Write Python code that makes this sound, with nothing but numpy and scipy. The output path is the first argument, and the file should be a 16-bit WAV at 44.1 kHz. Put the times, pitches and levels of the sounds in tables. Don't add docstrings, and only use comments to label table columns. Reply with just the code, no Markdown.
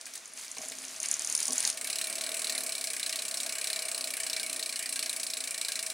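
import sys
import numpy as np
from scipy import signal
from scipy.fft import rfft, irfft, next_fast_len
from scipy.io import wavfile
from scipy.ndimage import uniform_filter1d, map_coordinates

SR = 44100
rng = np.random.default_rng(int(sys.argv[2]) if len(sys.argv) > 2 else 0)


def volts(x):
    e = np.asarray(x, float) / 20
    return 10 ** e


def wav_record(signal):
    frames = np.transpose(np.atleast_2d(signal))
    bounded = np.clip(frames, -1, 1)
    quanta = np.round(bounded * 32767).astype(np.int16)
    wavfile.write(sys.argv[1], SR, quanta)


N = 261513

# pitch in Hz, level in dB per Hz.
HISS_SPECTRUM = [(120, -33), (200, -14.5), (409, -4), (659, -3), (2420, 3), (2700, -3.5), (6640, 1.5),
                 (10100, -18), (16000, -30)]
# pitch in Hz, level in dB per Hz.
AIR_SPECTRUM = [(12, -45), (20, 2.5), (92, -4.5), (167, -11.5), (200, 4), (260, -8), (440, -120)]
# pitch in Hz, difference against the common part in dB.
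LEFT_RIGHT_SPREAD = [(60, -15), (110, -9), (200, -21), (380, -14.5), (700, -13.5), (1290, -14.5),
                     (2380, -17.5), (4400, -25), (8120, -17.5), (15000, -31)]
# time in seconds, level in the thin stays in dB.
FRAME_SHAKE = [(0, -59.5), (.13, -64.5), (.58, -64), (.76, -58.5), (1.48, -57), (1.9, -50.5), (2.61, -48),
               (2.9, -54), (3.45, -50), (3.63, -51.5), (3.9, -48.5), (4.28, -52.5), (4.53, -50.5),
               (4.86, -54.5), (5.1, -52.5), (5.48, -54), (5.93, -52)]
# pitch in Hz, width in Hz, level in dB.
STAY_MODES = [(452, 38, -11.5), (552, 51, -12.5), (647.6, 28.3, -0.5), (766.4, 15, -9.5), (800, 40, -20.5),
              (1112, 46, -10.5), (1213, 43, -12.5), (1470, 120, -14.5)]
# pitch in Hz, width in Hz, level in dB.
TUBE_MODES = [(136, 30, -19.5), (202.5, 23, -21), (222.4, 7.8, -5.5), (264.3, 4.7, 1.5), (342.6, 27, -9)]
TUBES_DB, TUBES_FOLLOW = -61.5, 0.65
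AIR_DB, AIR_FOLLOW = -70.5, 0.38

# time in seconds, level in dB, upper ring in dB against it.
CRANK_KNOCKS = [(0.566, -47.5, 3.5), (.585, -46, -7), (.603, -42, -7), (.63, -47.5, -6), (0.656, -47.5, -7),
                (0.708, -48, -18), (1.481, -40, 1), (1.494, -39, -10), (1.505, -49, -11),
                (1.518, -45.5, -2), (1.529, -42.5, -6)]
# pitch in Hz, width in Hz, level in dB.
KNOCK_LOW_MODES = [(254.4, 16.7, 2), (460, 31, -1.5), (623, 17, 4.5), (780, 54, -4.5)]
# pitch in Hz, width in Hz, level in dB.
KNOCK_HIGH_MODES = [(1115, 27, 3.5), (980, 90, -9.5)]

# pitch in Hz, level in dB per Hz.
LINK_SPECTRUM = [(530, -15.5), (900, -7.5), (1060, -10), (2080, -3), (2340, -1), (2680, -3.5), (5000, -2.5),
                 (6500, -51), (11000, -120)]
# pitch in Hz, level in dB per Hz.
PLATE_SPECTRUM = [(2650, -51), (4500, -1), (6220, 2.5), (7820, 2.5), (9610, 4), (12100, -8.5), (15200, -14),
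                  (16000, -30)]
BRISK = 35.44
LINKS_DB, LINKS_GROWS = -47.5, 2.84
PLATES_DB, PLATES_GROWS = -44, 2.7
PUSH_TIMES = (0.62, 1.61)
PUSH_WIDTH_S, PUSH_DB = 0.052, 2.5

# time in seconds, teeth per second.
CHAIN_SPEED = [(0.0, 20.93), (0.08, 24.86), (0.36, 25.42), (0.43, 28.99), (0.69, 29.79), (0.74, 29.18),
               (1.01, 34.9), (1.05, 35.99), (1.3, 38.62), (1.48, 38.57), (1.64, 43.42), (1.74, 34.07)]
CHAIN_START = -.244
# time in seconds, roller snap in dB.
HAND_EFFORT = [(0, -28.5), (.45, -31), (.6, -26), (.985, -27), (.995, -19.5), (1.3, -18), (1.71, -15),
               (1.74, -33)]
UPPER_DB, UPPER_GROWS, HARD_DB = -5, .45, -17
# time in seconds, dB more, upper ring dB more.
ROLLER_ACCENTS = [(.097, -20, 0), (.215, -20, 0), (.296, -13, 7), (.334, -6, 13), (.446, -1, 1),
                  (.514, 5, 1.5), (.549, -5, -4), (.583, 3, 1), (.651, -2, -8), (.684, 1.5, 4.5),
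                  (.717, -9, -6), (.752, -7, 4), (.818, -7, 8), (.911, -5, -7), (.942, -15, 0),
                  (.972, -12, 0), (1.112, 6.5, 2), (1.139, 5, -6), (1.167, -8, 1), (1.22, -5, -8),
                  (1.272, 1, -6), (1.35, 4, 3.5), (1.429, -1.5, 3), (1.506, -3, -4), (1.556, -23, 17),
                  (1.579, 4.5, -7), (1.604, -4.5, 6.5), (1.627, -5, -1), (1.7, -0.5, -2), (1.651, 5, -10)]
# time in seconds, snap in dB, upper ring in dB against the snap.
LOOSE_LINKS = [
    (.277, -40, 1),
    (.4274, -43, -7),
    (.658, -30, -10),
    (0.699, -27, -10),
    (.9622, -27, -10),
]
# pitch in Hz, width in Hz, level in dB.
TOOTH_LOW_MODES = [(5500, 4600, 0), (6720, 1820, 7.5)]
# pitch in Hz, width in Hz, level in dB.
TOOTH_HIGH_MODES = [(9570, 1600, 15), (10400, 1300, -9)]

# time in seconds, sprocket rattle in dB,
# hub ring in dB against the rattle, spoke ring in dB against the rattle.
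PAWL_SLIPS = [(0.0114, -39.5, -17, -22), (0.0634, -31.5, -10, -9), (0.136, -36, -7, -15),
              (0.153, -28.5, -7, -22), (0.462, -37, -12, -9), (0.567, -35.5, -1, -5),
              (0.718, -31, -2.5, -10), (1.3884, -28, -7, -13), (1.467, -25, -28, -30),
              (1.52, -19.5, -16, -40), (1.5918, -26, -17, -15), (1.634, -26.5, -15, -10.5),
              (1.6643, -26, -18, -26), (1.7716, -24, -9, -13), (1.8108, -22.5, -14, -14.5)]
# time in seconds, rattle in dB,
# hub ring in dB against the rattle, spoke ring in dB against the rattle.
CAGE_SCUFFS = [
    (1.037, -39, -7, 2.5),
    (1.05, -35, -5, -5),
]
# time in seconds, teeth per second.
WHEEL_SPEED = [(1.83, 35.32), (2.21, 35.98), (2.4, 39.84), (2.67, 34.49), (3.03, 30.64), (3.28, 33.34),
               (3.49, 32.45), (3.68, 34.51), (3.95, 31.43), (4.41, 30.44), (4.47, 30.94), (4.8, 29.6),
               (4.87, 30.16), (5.49, 28.36), (5.58, 28.72), (5.93, 27.6)]
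WHEEL_START, TEETH = 1.462, 20
PAWL_LEAD_S = .0015
RING_OFF_CENTRE = (.036, .16)
# swings per turn, size in dB, loudest point as a share of the cycle.
RATTLE_SWINGS = (-22, 1), [(1, 0.63, 0.26), (2, 0.2, 0.26)]
# mean in dB and scatter in dB, then swings per turn, size in dB, loudest cycle share.
HUB_SWINGS = (-29, 1), [(1, 1.25, 0.36), (2, 2.98, -.39), (4, 0.74, -0.23)]
# mean in dB and scatter in dB, then swings per turn, size in dB, loudest cycle share.
SPOKE_SWINGS = (-37, 1.6), [(1, 1.86, .22), (2, 0.64, -0.052)]
# pitch in Hz, width in Hz, level in dB.
SPROCKET_MODES = [(5750, 2550, -11.5), (7690, 324, 0), (8300, 1280, -4), (9840, 1240, -2.5),
                  (10365, 630, -3.5), (11840, 1500, -15), (12630, 1100, -18.5), (14100, 420, -17),
                  (15900, 3800, -21.5)]
# pitch in Hz, width in Hz, level in dB.
HUB_MODES = [(3716, 340, -6), (4100, 99, 4.5), (4600, 420, -4.5), (5110, 117, -3), (5310, 360, -6.5)]
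# pitch in Hz, width in Hz, level in dB.
SPOKE_MODES = [(1610, 79, -3), (1850, 160, -3.5), (2287, 177, 3.5), (2910, 460, -4)]
FLOOR_S, WALL_S = .0023, .0142


def unit(x):
    return x / np.sqrt(np.mean(x ** 2, -1, keepdims=True) + 1e-20)


def along(points, hz):
    f, v = np.transpose(points)
    return np.interp(np.log(hz + 1), np.log(f + 1), v)


def curves(rows):
    s, *cols = np.transpose(rows)
    return [np.interp(np.arange(N) / SR, s, c, right=c[-1]) for c in cols]


def wobble(rate):
    knots = rng.standard_normal((int(N * rate / SR) + 4))
    return map_coordinates(knots, [np.arange(N) * rate / SR])


def placed(times, rows):
    places = np.round(times * SR).astype(int)[:, None] + np.arange(rows.shape[1])
    return np.bincount(places.ravel(), rows.ravel(), N + SR)[:N]


def filtered(x, response):
    n = x.shape[-1]
    m = next_fast_len(n + min(n, 8192))
    return irfft(rfft(x, m) * response(np.fft.rfftfreq(m, 1 / SR)), m)[..., :n]


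def body(modes, order=1, vary=np.zeros((1, 30, 2))):
    def response(f):
        total = 0
        for k, (centre, width, db) in enumerate(modes):
            c = centre * (1 + vary[:, k, :1])
            peak = 1j * f * width / (c * c - f * f + 1j * f * width)
            total = total + (-1) ** k * volts(db + vary[:, k, 1:]) * peak
        return total ** order
    return response


def pair(spectrum, side_db):
    def apart(hz):
        return spectrum(hz) * [np.ones(len(hz)), volts(side_db + along(LEFT_RIGHT_SPREAD, hz))]
    mid, side = filtered(rng.standard_normal((2, N)), apart)
    return unit(np.array([mid + side, mid - side]))


def blows(times, level_db, modes, order, rise, hold, t60, floor_db, wall_db, room_db, room_t60):
    t = np.arange(2048) / SR
    shape = (len(times), len(t))
    chatter = (1 - np.exp(-t / rise)) * volts(-60 * np.maximum(t - hold, 0) / t60)
    vary = [.008, 1.8] * rng.standard_normal((len(times), len(modes), 2))
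    jabs = volts(16.7 * uniform_filter1d(rng.standard_normal(shape), size=24))
    contact = chatter * jabs * rng.standard_normal(shape)
    rings = volts(level_db)[:, None] * unit(filtered(contact, body(modes, order, vary)))
    drift = rng.uniform(-1, 1, (len(times), 4))
    floor = placed(times + FLOOR_S + .00025 * drift[:, 0], rings * volts(floor_db + 2.5 * drift[:, 1:2]))
    wall = placed(times + WALL_S + .0014 * drift[:, 2], rings * volts(wall_db + 5 * drift[:, 3:]))
    skew = volts([[1.5], [-1.5]])
    u = np.arange(SR // 2) / SR
    fade = (1 - np.exp(-u / 0.0006)) * volts(-120 * u / room_t60)
    power = signal.fftconvolve(placed(times, volts(2 * level_db)[:, None]), fade)[:N]
    diffuse = volts(room_db) * np.sqrt(np.abs(power)) * pair(body(modes, order), side_db=10.0)
    return placed(times, rings) + skew * floor + wall / skew + diffuse


def hiss():
    return volts(-54) * pair(lambda hz: volts(along(HISS_SPECTRUM, hz)), side_db=10.5)


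def frame():
    stays_db, = curves(FRAME_SHAKE)
    swing_db = stays_db - np.median(stays_db)
    tubes_db = TUBES_DB + TUBES_FOLLOW * swing_db + 1.5 * wobble(5)
    air_db = AIR_DB + AIR_FOLLOW * swing_db + 2.2 * wobble(6)
    stays = volts(stays_db + 0.4 * wobble(9)) * pair(body(STAY_MODES), side_db=-4.5)
    tubes = volts(tubes_db) * pair(body(TUBE_MODES), side_db=-2.0)
    air = volts(air_db) * pair(lambda hz: volts(along(AIR_SPECTRUM, hz)), side_db=4.0)
    return stays + tubes + air


def jolts():
    s, db, upper_db = np.transpose(CRANK_KNOCKS)
    rough = np.hanning(300) * (.5 + rng.standard_normal((len(s), 300)))
    soft = unit(uniform_filter1d(rough, size=12))

    def shove(level_db):
        return placed(s, volts(level_db + 15.5)[:, None] * soft)[None]
    low = filtered(shove(db), body(KNOCK_LOW_MODES))
    high = filtered(shove(db + upper_db), body(KNOCK_HIGH_MODES))
    return low + high


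def rustle():
    t = np.arange(N) / SR
    speed_db = 20 * np.log10(curves(CHAIN_SPEED)[0] / BRISK)
    turning = np.interp(t, [1.74, 1.82], [1, 0])
    lumps = unit(uniform_filter1d(rng.standard_normal((2, N)), size=90))
    grains = unit(volts(2.5 * lumps))
    links = grains[0] * pair(lambda hz: volts(along(LINK_SPECTRUM, hz)), side_db=4.0)
    plates = grains[1] * pair(lambda hz: volts(along(PLATE_SPECTRUM, hz)), side_db=7)
    links = volts(LINKS_DB + LINKS_GROWS * speed_db) * links
    plates = volts(PLATES_DB + PLATES_GROWS * speed_db) * plates
    patchy_db = 2.2 * wobble(40) + 1.2 * wobble(12)
    push_db = PUSH_DB * sum(np.exp(-((t - s) / PUSH_WIDTH_S) ** 2) for s in PUSH_TIMES)
    return turning * volts(push_db + patchy_db) * (links + plates)


def passing(speed, start, early=lambda tooth: 0):
    t = np.arange(speed[0][0], speed[-1][0], 1 / SR)
    count = start + np.cumsum(np.interp(t, *np.transpose(speed))) / SR
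    tooth = np.arange(np.ceil(start), count[-1] // 1 + 1)
    return tooth, np.interp(tooth - early(tooth), count, t)


def rollers():
    _, s = passing(CHAIN_SPEED, CHAIN_START)
    db = np.interp(s, *np.transpose(HAND_EFFORT))
    upper_db = UPPER_DB + UPPER_GROWS * (db - HARD_DB)
    at, more_db, upper_more_db = np.transpose(ROLLER_ACCENTS)
    hit = np.abs(s[:, None] - at) < .012
    return list(zip(s, db + hit @ more_db, upper_db + hit @ upper_more_db)) + LOOSE_LINKS


def chain():
    s, db, upper_db = np.transpose(rollers())
    snap = dict(order=2, rise=.0001, hold=.0001, t60=.001)
    low = blows(s + .00045, db - 23.5, TOOTH_LOW_MODES, **snap,
                floor_db=-6.0, wall_db=-20, room_db=-2.5, room_t60=0.23)
    high = blows(s + .0004, db + upper_db - 17.0, TOOTH_HIGH_MODES, **snap,
                 floor_db=-5.0, wall_db=-13, room_db=4, room_t60=0.052)
    return filtered(low + high, lambda hz: 1 / (1 + (hz / 11000) ** 12))


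def coasting():
    def early(k):
        return RING_OFF_CENTRE[0] * np.cos(2 * np.pi * (k / TEETH - RING_OFF_CENTRE[1]))
    tooth, s = passing(WHEEL_SPEED, WHEEL_START, early)
    levels = []
    for (mean_db, scatter_db), swings in [RATTLE_SWINGS, HUB_SWINGS, SPOKE_SWINGS]:
        level_db = mean_db + scatter_db * rng.standard_normal(len(s))
        for per_turn, db, at in swings:
            level_db = level_db + db * np.cos(2 * np.pi * (per_turn * tooth / TEETH - at))
        levels.append(level_db)
    rattle, hub, spoke = levels
    return list(zip(s - PAWL_LEAD_S, rattle, hub - rattle, spoke - rattle))


def ratchet():
    s, db, hub_db, spoke_db = np.transpose(PAWL_SLIPS + CAGE_SCUFFS + coasting())
    s = s + .0004
    rattle = blows(s, db - 19, SPROCKET_MODES, order=1, rise=.0004, hold=.0022, t60=0.048,
                   floor_db=-11, wall_db=-14.5, room_db=0, room_t60=0.29)
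    hub = blows(s + .0003, db + hub_db - 17.0, HUB_MODES, order=1, rise=.0002, hold=.0003, t60=.0022,
                floor_db=-6.5, wall_db=-49.0, room_db=3.0, room_t60=0.14)
    spokes = blows(s, db + spoke_db - 13, SPOKE_MODES, order=1, rise=.0011, hold=.0013, t60=0.052,
                   floor_db=-8.5, wall_db=-7.5, room_db=-6.5, room_t60=1.0)
    return rattle + hub + spokes


def scene():
    return hiss() + frame() + jolts() + rustle() + chain() + ratchet()


def band_limit(x):
    return signal.sosfilt(signal.butter(12, 16820, fs=SR, output="sos"), x)


def record(dry):
    def colour(hz):
        return (hz < 15900) * (1j * hz / (170 + 1j * hz))
    return band_limit(filtered(dry, colour))


dry = scene()
out = record(dry)
wav_record(out)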